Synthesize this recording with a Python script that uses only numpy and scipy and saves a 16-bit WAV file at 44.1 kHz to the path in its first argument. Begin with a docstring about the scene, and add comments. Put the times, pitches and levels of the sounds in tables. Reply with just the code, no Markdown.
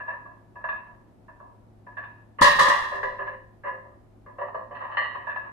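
"""Iron plates clink on a barbell's sleeves during a deadlift in a hard-walled gym: knocks ring damped sines.
The bar lands on the rubber floor in a cluster of blows: crashing noise, high modes and a low thud.
It rattles, settles and is pulled up again, with softer rebounds after the knocks.
Ventilation runs underneath: filtered noise and unsteady fan tones."""
import sys
import numpy as np
from scipy import signal
from scipy.fft import rfft, irfft, next_fast_len
from scipy.io import wavfile
from scipy.ndimage import uniform_filter1d, minimum_filter1d, map_coordinates

SR = 44100
rng = np.random.default_rng(int(sys.argv[2]) if len(sys.argv) > 2 else 0)


def store_pcm(level_fs):
    """Save levels as 16-bit WAV."""
    pcm = np.round(np.clip(level_fs, -1, 1) * 32767).astype(np.int16)
    wavfile.write(sys.argv[1], SR, np.atleast_2d(pcm).T)


N = 243431
TIME = np.arange(N) / SR
RING = np.arange(3 * SR // 4) / SR  # time within one blow, s
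LIFE = len(RING)


def amp(db):
    """Decibels to gain."""
    return 10 ** (np.asarray(db) / 20)


def unit(x):
    """Scale x to rms 1."""
    return x / np.sqrt(np.mean(x ** 2) + 1e-20)


def unit_attack(x, size=4400):
    """Scale x to rms 1 over its first samples."""
    return x / np.sqrt(np.mean(x[..., :size] ** 2) + 1e-20)


def along(points, hz):
    """Interpolate (Hz, value) points on a log frequency axis."""
    point_hz, value = np.transpose(points)
    return np.interp(np.log(hz + 1), np.log(point_hz), value)


def fade(t60_s):
    """Exponential decay of 60 dB in t60_s."""
    return np.exp(-np.log(1000) * RING / t60_s)


def wobble(rate_hz):
    """Smooth random curve with rate_hz knots a second."""
    knots = rng.standard_normal(int(N * rate_hz / SR) + 4)
    return map_coordinates(knots, [TIME * rate_hz])


# left-right likeness of diffuse sound: [freq_hz, correlation]
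ALIKE = [(30, 0.54), (60, 0.35), (130, 0.27), (280, 0.83), (590, 0.12), (1100, 0.15), (2000, 0.041)]


def noise(spectrum, size):
    """Diffuse stereo noise of rms 1: more alike in the bass, nearly unrelated in the treble."""
    m = next_fast_len(size)
    hz = np.fft.rfftfreq(m, 1 / SR)
    angle = np.arccos(np.clip(along(ALIKE, hz), -1, 1)) / 2
    bins = rfft(rng.standard_normal((2, m))) * amp(along(spectrum, hz))
    mid, side = irfft(bins * [np.cos(angle), np.sin(angle)], m)[:, :size]
    return unit(np.array([mid + side, mid - side]))


def add(track, start_s, sound):
    """Mix a sound into the track from start_s."""
    start = max(round(start_s * SR), 0)
    track[:, start:start + sound.shape[1]] += sound[:, :N - start]


def partials(modes):
    """One damped sine for each (freq_hz, level_db, t60_s)."""
    waves = [amp(db) * np.sin(2 * np.pi * hz * RING) * fade(t60_s) for hz, db, t60_s in modes]
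    return np.array(waves, np.float32)


def strike(waves, scatter_db):
    """A blow drives the modes at random strengths and signs."""
    signs = rng.choice([-1, 1], len(waves))
    strengths = amp(scatter_db * rng.standard_normal(len(waves))) * signs
    return np.tensordot(np.float32(strengths), waves, 1)


def chatter(rate_hz, depth_db):
    """Uneven force of iron rattling on iron, rate_hz changes a second."""
    return amp(depth_db * np.interp(RING * rate_hz, np.arange(400), rng.standard_normal(400)))


# colour of the reflections: [freq_hz, level_db]
WALLS = [(300, 1.5), (5000, -5.5)]


def room(x, t60_s, wet_db, early_db, early_t60_s, left_delay=4):
    """Direct sound, left_delay samples later on the left, plus early reflections and the hall's tail."""
    early = amp(early_db) * unit(fade(early_t60_s))
    tail = amp(wet_db) * unit(fade(t60_s))
    response = np.hypot(early, tail) * noise(WALLS, size=LIFE) / np.sqrt(LIFE)
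    response[0, left_delay] += 1
    response[1, 0] += 1
    return signal.fftconvolve(x[:, None], np.float32(response[None]), axes=2)[..., :LIFE]


def ringing(modes, count=3):
    """Modes through the room at count places of the bar; reflections make each one flutter."""
    places = [room(partials(modes), t60_s=0.65, wet_db=-3, early_db=-1, early_t60_s=0.15)
              for _ in range(count)]
    return np.array([[np.float32(amp(db)) * unit_attack(wave) for wave, (_, db, _) in zip(place, modes)]
                     for place in places])


# plate against plate or sleeve: [start_s, level_db (relative), hardness_db, build_up_s (time constant)]
CONTACTS = [(0.0, -40.5, 2, 0.001), (0.080, -34, -2, 0.0055), (0.255, -46.5, -14.5, 0.0035),
            (0.557, -44, -11, 0.003), (0.642, -33.5, -5, 0.0027), (0.689, -34, 7, 0.0018),
            (0.887, -54, -34, .012), (1.283, -50.5, -13, 0.0048), (1.403, -48.5, -35, 0.00092),
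            (1.868, -46, -14, .002), (1.970, -39, 5, 0.0067), (2.040, -51.5, 11, 0.00069),
            (2.387, -37, -2, 0.005), (2.418, -14, -9, 0.00089), (2.443, -24, 15, 0.0035),
            (2.588, -18.5, -2.5, 0.014), (2.70, -22.5, -1.5, 0.0035), (2.82, -34.5, -1.5, 0.03),
            (2.912, -32.5, 1.5, 0.035), (2.96, -39.5, -12, 0.018), (3.032, -29.5, 3.5, 0.0011),
            (3.186, -33.5, 1, 0.013), (3.27, -36, 3, 0.002), (3.637, -34.5, -4, 0.017),
            (3.668, -34.5, -2, 0.0055), (3.85, -53, -27.5, .008), (4.263, -48.5, -9, .002),
            (4.385, -37, -5, 0.0029), (4.413, -33, -4.5, 0.0026), (4.546, -34.5, -8, 0.0027),
            (4.710, -41.5, -4, 0.0069), (4.748, -42.5, -0.5, 0.0074), (4.806, -36, -10.5, 0.012),
            (4.912, -38.5, -2.5, 0.02), (4.972, -28, 9, 0.00068), (5.043, -39, -5, .002),
            (5.148, -37, -7.5, 0.0047), (5.270, -34.5, -5, 0.0015), (5.297, -40.5, 10, 0.0042),
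            (5.361, -35.5, 2, .001)]
# iron's answer by hold of the bar: [(big_db, standing_db, small_db), (four mode families, low to high, db),
# clack_re_ring_db, damping_t60_s (added by hands and neighbours), rebound_re_knock_db]
HANGING = ((0, -13, -27.5), (-10.5, -2.5, 0.5, -22), -6.5, 2.2, -12)
LANDING = ((0, 7, 8), (-11, 1.5, -.5, -15.5), -1, 1.2, -8)
ROCKING = ((0, 3.4, -8), (-5, -1, -3.5, -26), -7.5, 1.35, -11.5)
GRIPPED = ((0, -3.5, 1.3), (-3.5, -1, -7.5, -26), -6, 1.3, -12.5)
PULLED = ((0, -5.5, 1.7), (-9.5, 0, -1.5, -14.5), 0.5, 3.8, -10.5)
LIFT_OFF = ((0, 0, 10.6), (-8.5, 0.5, -1, -17), -5.5, 4.1, -9)
# hold of the bar over time: [start_s, hold]
STAGES = [(0, HANGING), (2.3, LANDING), (2.85, ROCKING), (4.3, GRIPPED), (4.73, PULLED), (4.96, LIFT_OFF),
          (5.1, PULLED), (5.22, HANGING)]
# a loose plate swings back and touches once more
REBOUND_S, REBOUND_SPREAD_S, REBOUND_RISE_S = .062, .006, .006


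def knocks():
    """Every contact and its softer rebound, with the hold of the bar at that moment."""
    for (start_s, db, hard_db, build_up_s), luck in zip(CONTACTS, rng.standard_normal(len(CONTACTS))):
        *hold, rebound_db = [hold for from_s, hold in STAGES if from_s <= max(start_s, 0)][-1]
        yield start_s, db, hard_db, build_up_s, hold
        rebound_s = start_s + REBOUND_S + REBOUND_SPREAD_S * luck
        yield rebound_s, db + rebound_db, hard_db, REBOUND_RISE_S, hold


# modes of big plates hanging free: [freq_hz, level_db, t60_s (before damping)]
BIG = [(597, -8.5, 0.38), (645.4, -2, 0.12), (711.7, -5, 0.32), (950, -4, 0.95), (986.6, 4, 0.41),
       (1137.6, 0.5, 0.17), (1655, 3, 0.22), (1760, 0, 0.44), (1702, 9, 0.24), (2508, -13, 0.52),
       (2677, -11, 0.39), (2688, -8, 0.31), (3570, -20.5, 0.19), (3800, -27.5, 0.31)]
# modes of plates standing on the floor: [freq_hz, level_db, t60_s (before damping)]
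STANDING = [(393.2, -6, 0.99), (524.2, 1.5, 0.39), (578, 5, 0.36), (995, 7.5, 0.39), (1044.5, 5.5, 0.31),
            (1206, -3, 0.24), (1777, -7.5, 0.43), (1724, -1.5, 0.26), (1971, -7, 0.56), (2110, -12.5, 0.2),
            (2785, -8.5, 0.37), (2905, -13.5, .45)]
# modes of small outer plates: [freq_hz, level_db, t60_s (before damping)]
SMALL = [(1101, -0.5, .45), (1161, 5.5, 0.17), (1810, 7, 0.65), (1849, 2.5, 1.3), (1928, 5, 0.43),
         (2064, -3, 0.35), (2087, -14, 0.36), (2820, -8, 0.42), (2920, -5, 0.45), (3040, -6.5, 0.17),
         (3830, -22, 0.49), (4000, -28.5, 0.34), (4240, -17, 0.41)]
# dense, quickly damped modes of the stack: [freq_hz, density_db_per_hz]
CLACK = [(350, -26), (560, 1.5), (800, -3.5), (1050, 12.5), (1230, 1), (1480, -14.5), (1700, 10.5),
         (2050, -14), (2300, -14.5), (2750, -7), (3250, -27), (3800, -23.5), (5000, -38), (7000, -50)]
# mode family bands: [low_hz, high_hz]
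FAMILIES = [(370, 850), (850, 1400), (1450, 2300), (2350, 4600)]
# share of hardness_db each family takes up, so hard knocks are brighter: [share]
HARDNESS = [-.1, -0.065, 0.39, 0.73]
SPEAK_S = .003  # start lead: a family takes a few cycles to speak


def plates():
    """Knocks clack, chatter and ring the iron; hardness and the hold of the bar set the colour."""
    out = np.zeros((2, N))
    irons = [ringing(BIG), ringing(STANDING), ringing(SMALL)]
    bands = [signal.butter(3, edges, "bandpass", fs=SR, output="sos") for edges in FAMILIES]
    for k, (start_s, db, hard_db, build_up_s, hold) in enumerate(knocks()):
        irons_db, families_db, clack_db, damping_t60_s = hold
        # knock and rebound share a place on the bar
        ring = sum(gain * strike(iron[k // 2 % len(iron)], scatter_db=3.0)
                   for gain, iron in zip(amp(irons_db), irons))
        # short clack, carried on by chatter and the room's echo
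        force = fade(0.07) + amp(-5) * fade(0.72) * chatter(rate_hz=80, depth_db=3.5)
        clack = amp(clack_db) * unit_attack(noise(CLACK, size=LIFE) * force)
        rise = 1 - np.exp(-RING / build_up_s)
        contact = (unit_attack(ring) + clack) * fade(damping_t60_s) * rise
        for band, family_db, share in zip(bands, families_db, HARDNESS):
            family = unit_attack(signal.sosfilt(band, contact))
            add(out, start_s - SPEAK_S, amp(db + family_db + share * hard_db) * family)
    return out


# duct rush: [freq_hz, density_db_per_hz (relative)]
AIR = [(20, -23.5), (33, -6), (55, -5.5), (110, -10), (160, -10.5), (260, -9.5), (420, -17.5), (700, -16.5),
       (1100, -27), (1800, -35), (3000, -42), (6000, -48), (12000, -50)]
# fan tones: [pitch_hz, level_db (mean, before stereo balance)]
HUM = [(107.6, -59), (215.3, -72), (360.7, -71)]
HUM_WAVER_DB, HUM_DRIFT_RAD = 1.5, .3  # random level and phase spread


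def ventilation():
    """Duct rush as shaped noise, with fan tones slightly unsteady in level and phase."""
    hum = np.zeros(N)
    for hz, db in HUM:
        level = amp(db + HUM_WAVER_DB * wobble(1.5)) * np.sqrt(2)
        hum += level * np.sin(2 * np.pi * hz * TIME + HUM_DRIFT_RAD * wobble(2.4))
    return amp(-56.5) * noise(AIR, size=N) + hum * amp([[1.2], [-1.2]])


# strongest high modes of the plates: [freq_hz, level_db (used relative to the strongest)]
HIGH = [(2724, -43.5), (3488, -52.5), (3962, -43), (4506, -61.5), (4877, -58.5), (5163, -56.5),
        (5712, -56.5), (6670, -62.5), (8166, -72.5), (8683, -69)]
HIGH_DB, HIGH_T60_S = -12.5, 1  # level within the crash, decay


def singing(count=3):
    """High modes outlast the crash, each a close cluster: one for every plate of the stack."""
    top_db = max(db for _, db in HIGH)
    return partials([(hz * (1 + 0.0015 * rng.standard_normal()), db - top_db, HIGH_T60_S)
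                     for hz, db in HIGH for _ in range(count)])


# crash of the plates: [freq_hz, density_db_per_hz (relative)]
CRASH = [(1200, -30.5), (2000, -10.5), (2450, -16.5), (2780, -30.5), (3300, -11.5), (4340, -14),
         (4900, -17), (7400, -25), (10000, -28), (12500, -28.5), (13500, -32)]


def overtones(lo_hz, hi_hz, t60_s, count=64):
    """Many high plate modes, roughly evenly spread in log frequency; higher ones die sooner."""
    position = (np.arange(count) + rng.random(count)) / count
    hz = lo_hz * (hi_hz / lo_hz) ** position
    return partials(zip(hz, 0.2 * along(CRASH, hz), t60_s * (lo_hz / hz) ** 1.3))


# hard blows of landing and settling: [start_s, crash_db, thud_db]
BLOWS = [(2.412, -30, -29.5), (2.422, -25, -42.5), (2.441, -32, -52), (2.47, -61, -66), (2.592, -32, -50.5),
         (2.611, -32.5, -44.5), (2.684, -36, -43.5), (3.031, -59.5, -84)]
# floor thud: [freq_hz, density_db_per_hz (relative)]
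THUD = [(22, -15), (35, -6), (70, 1.5), (110, -1.5), (165, 5.5), (240, -1), (340, -5.5), (600, -13),
        (1200, -36.5)]
# the floor's long rumble: [freq_hz, density_db_per_hz (relative)]
SLAB = [(18, 9), (33, 11), (48, -10.5), (68, 10), (110, -7.5), (250, -64)]


def landing():
    """Plates crash together as the rims hit the mat; the floor thuds and rumbles on."""
    out = np.zeros((2, N))
    rise = 1 - np.exp(-RING / 0.00066)
    high = overtones(lo_hz=3152, hi_hz=11850, t60_s=0.8)
    strong = singing()
    for start_s, crash_db, thud_db in BLOWS:
        spray_decay = fade(0.2) + amp(-4.5) * fade(0.75)
        spray = noise(CRASH, size=LIFE) * spray_decay * chatter(rate_hz=130, depth_db=3.0)
        zing = np.array([strike(high, scatter_db=4), strike(high, scatter_db=4)])
        song = np.array([strike(strong, scatter_db=2), strike(strong, scatter_db=0.5)])
        clash = .85 * unit_attack(spray) + .55 * unit_attack(zing) + amp(HIGH_DB) * unit_attack(song)
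        # a softer blow lasts longer and so sounds duller
        edge_hz = np.clip(16000 * amp(0.19 * (crash_db + 14.5)), 1000, 18000)
        crash = signal.sosfilt(signal.butter(2, edge_hz, fs=SR, output="sos"), clash)
        thud = noise(THUD, size=LIFE) * rise * (fade(0.084) + amp(-16.5) * fade(0.81))
        add(out, start_s, amp(crash_db) * rise * crash + amp(thud_db) * unit_attack(thud))
    rumble_decay = amp(-60 * TIME / 3)  # t60 3 s
    rumble = noise(SLAB, size=N).mean(0) * rumble_decay * np.minimum(TIME / .015, 1)
    add(out, BLOWS[0][0], amp(-43.5) * np.array([rumble, rumble]))
    return out


def scene():
    """Barbell, balanced slightly to the right, over the ventilation."""
    return (plates() + landing()) * amp([[-.3], [.3]]) + ventilation()


TOP_HZ = 13200  # upper band limit


def record(dry):
    """A limiter smoothly holds down the loudest peaks; a steep low-pass ends the band at TOP_HZ."""
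    needed_gain = np.minimum(1, .8 / (np.abs(dry).max(0) + 1e-9))
    held = dry * uniform_filter1d(minimum_filter1d(needed_gain, size=441), size=441)
    m = next_fast_len(N + SR // 2)
    hz = np.fft.rfftfreq(m, 1 / SR)
    return irfft(rfft(held, m) / np.sqrt(1 + (hz / TOP_HZ) ** 120), m)[:, :N]


dry = scene()
out = record(dry)
store_pcm(out)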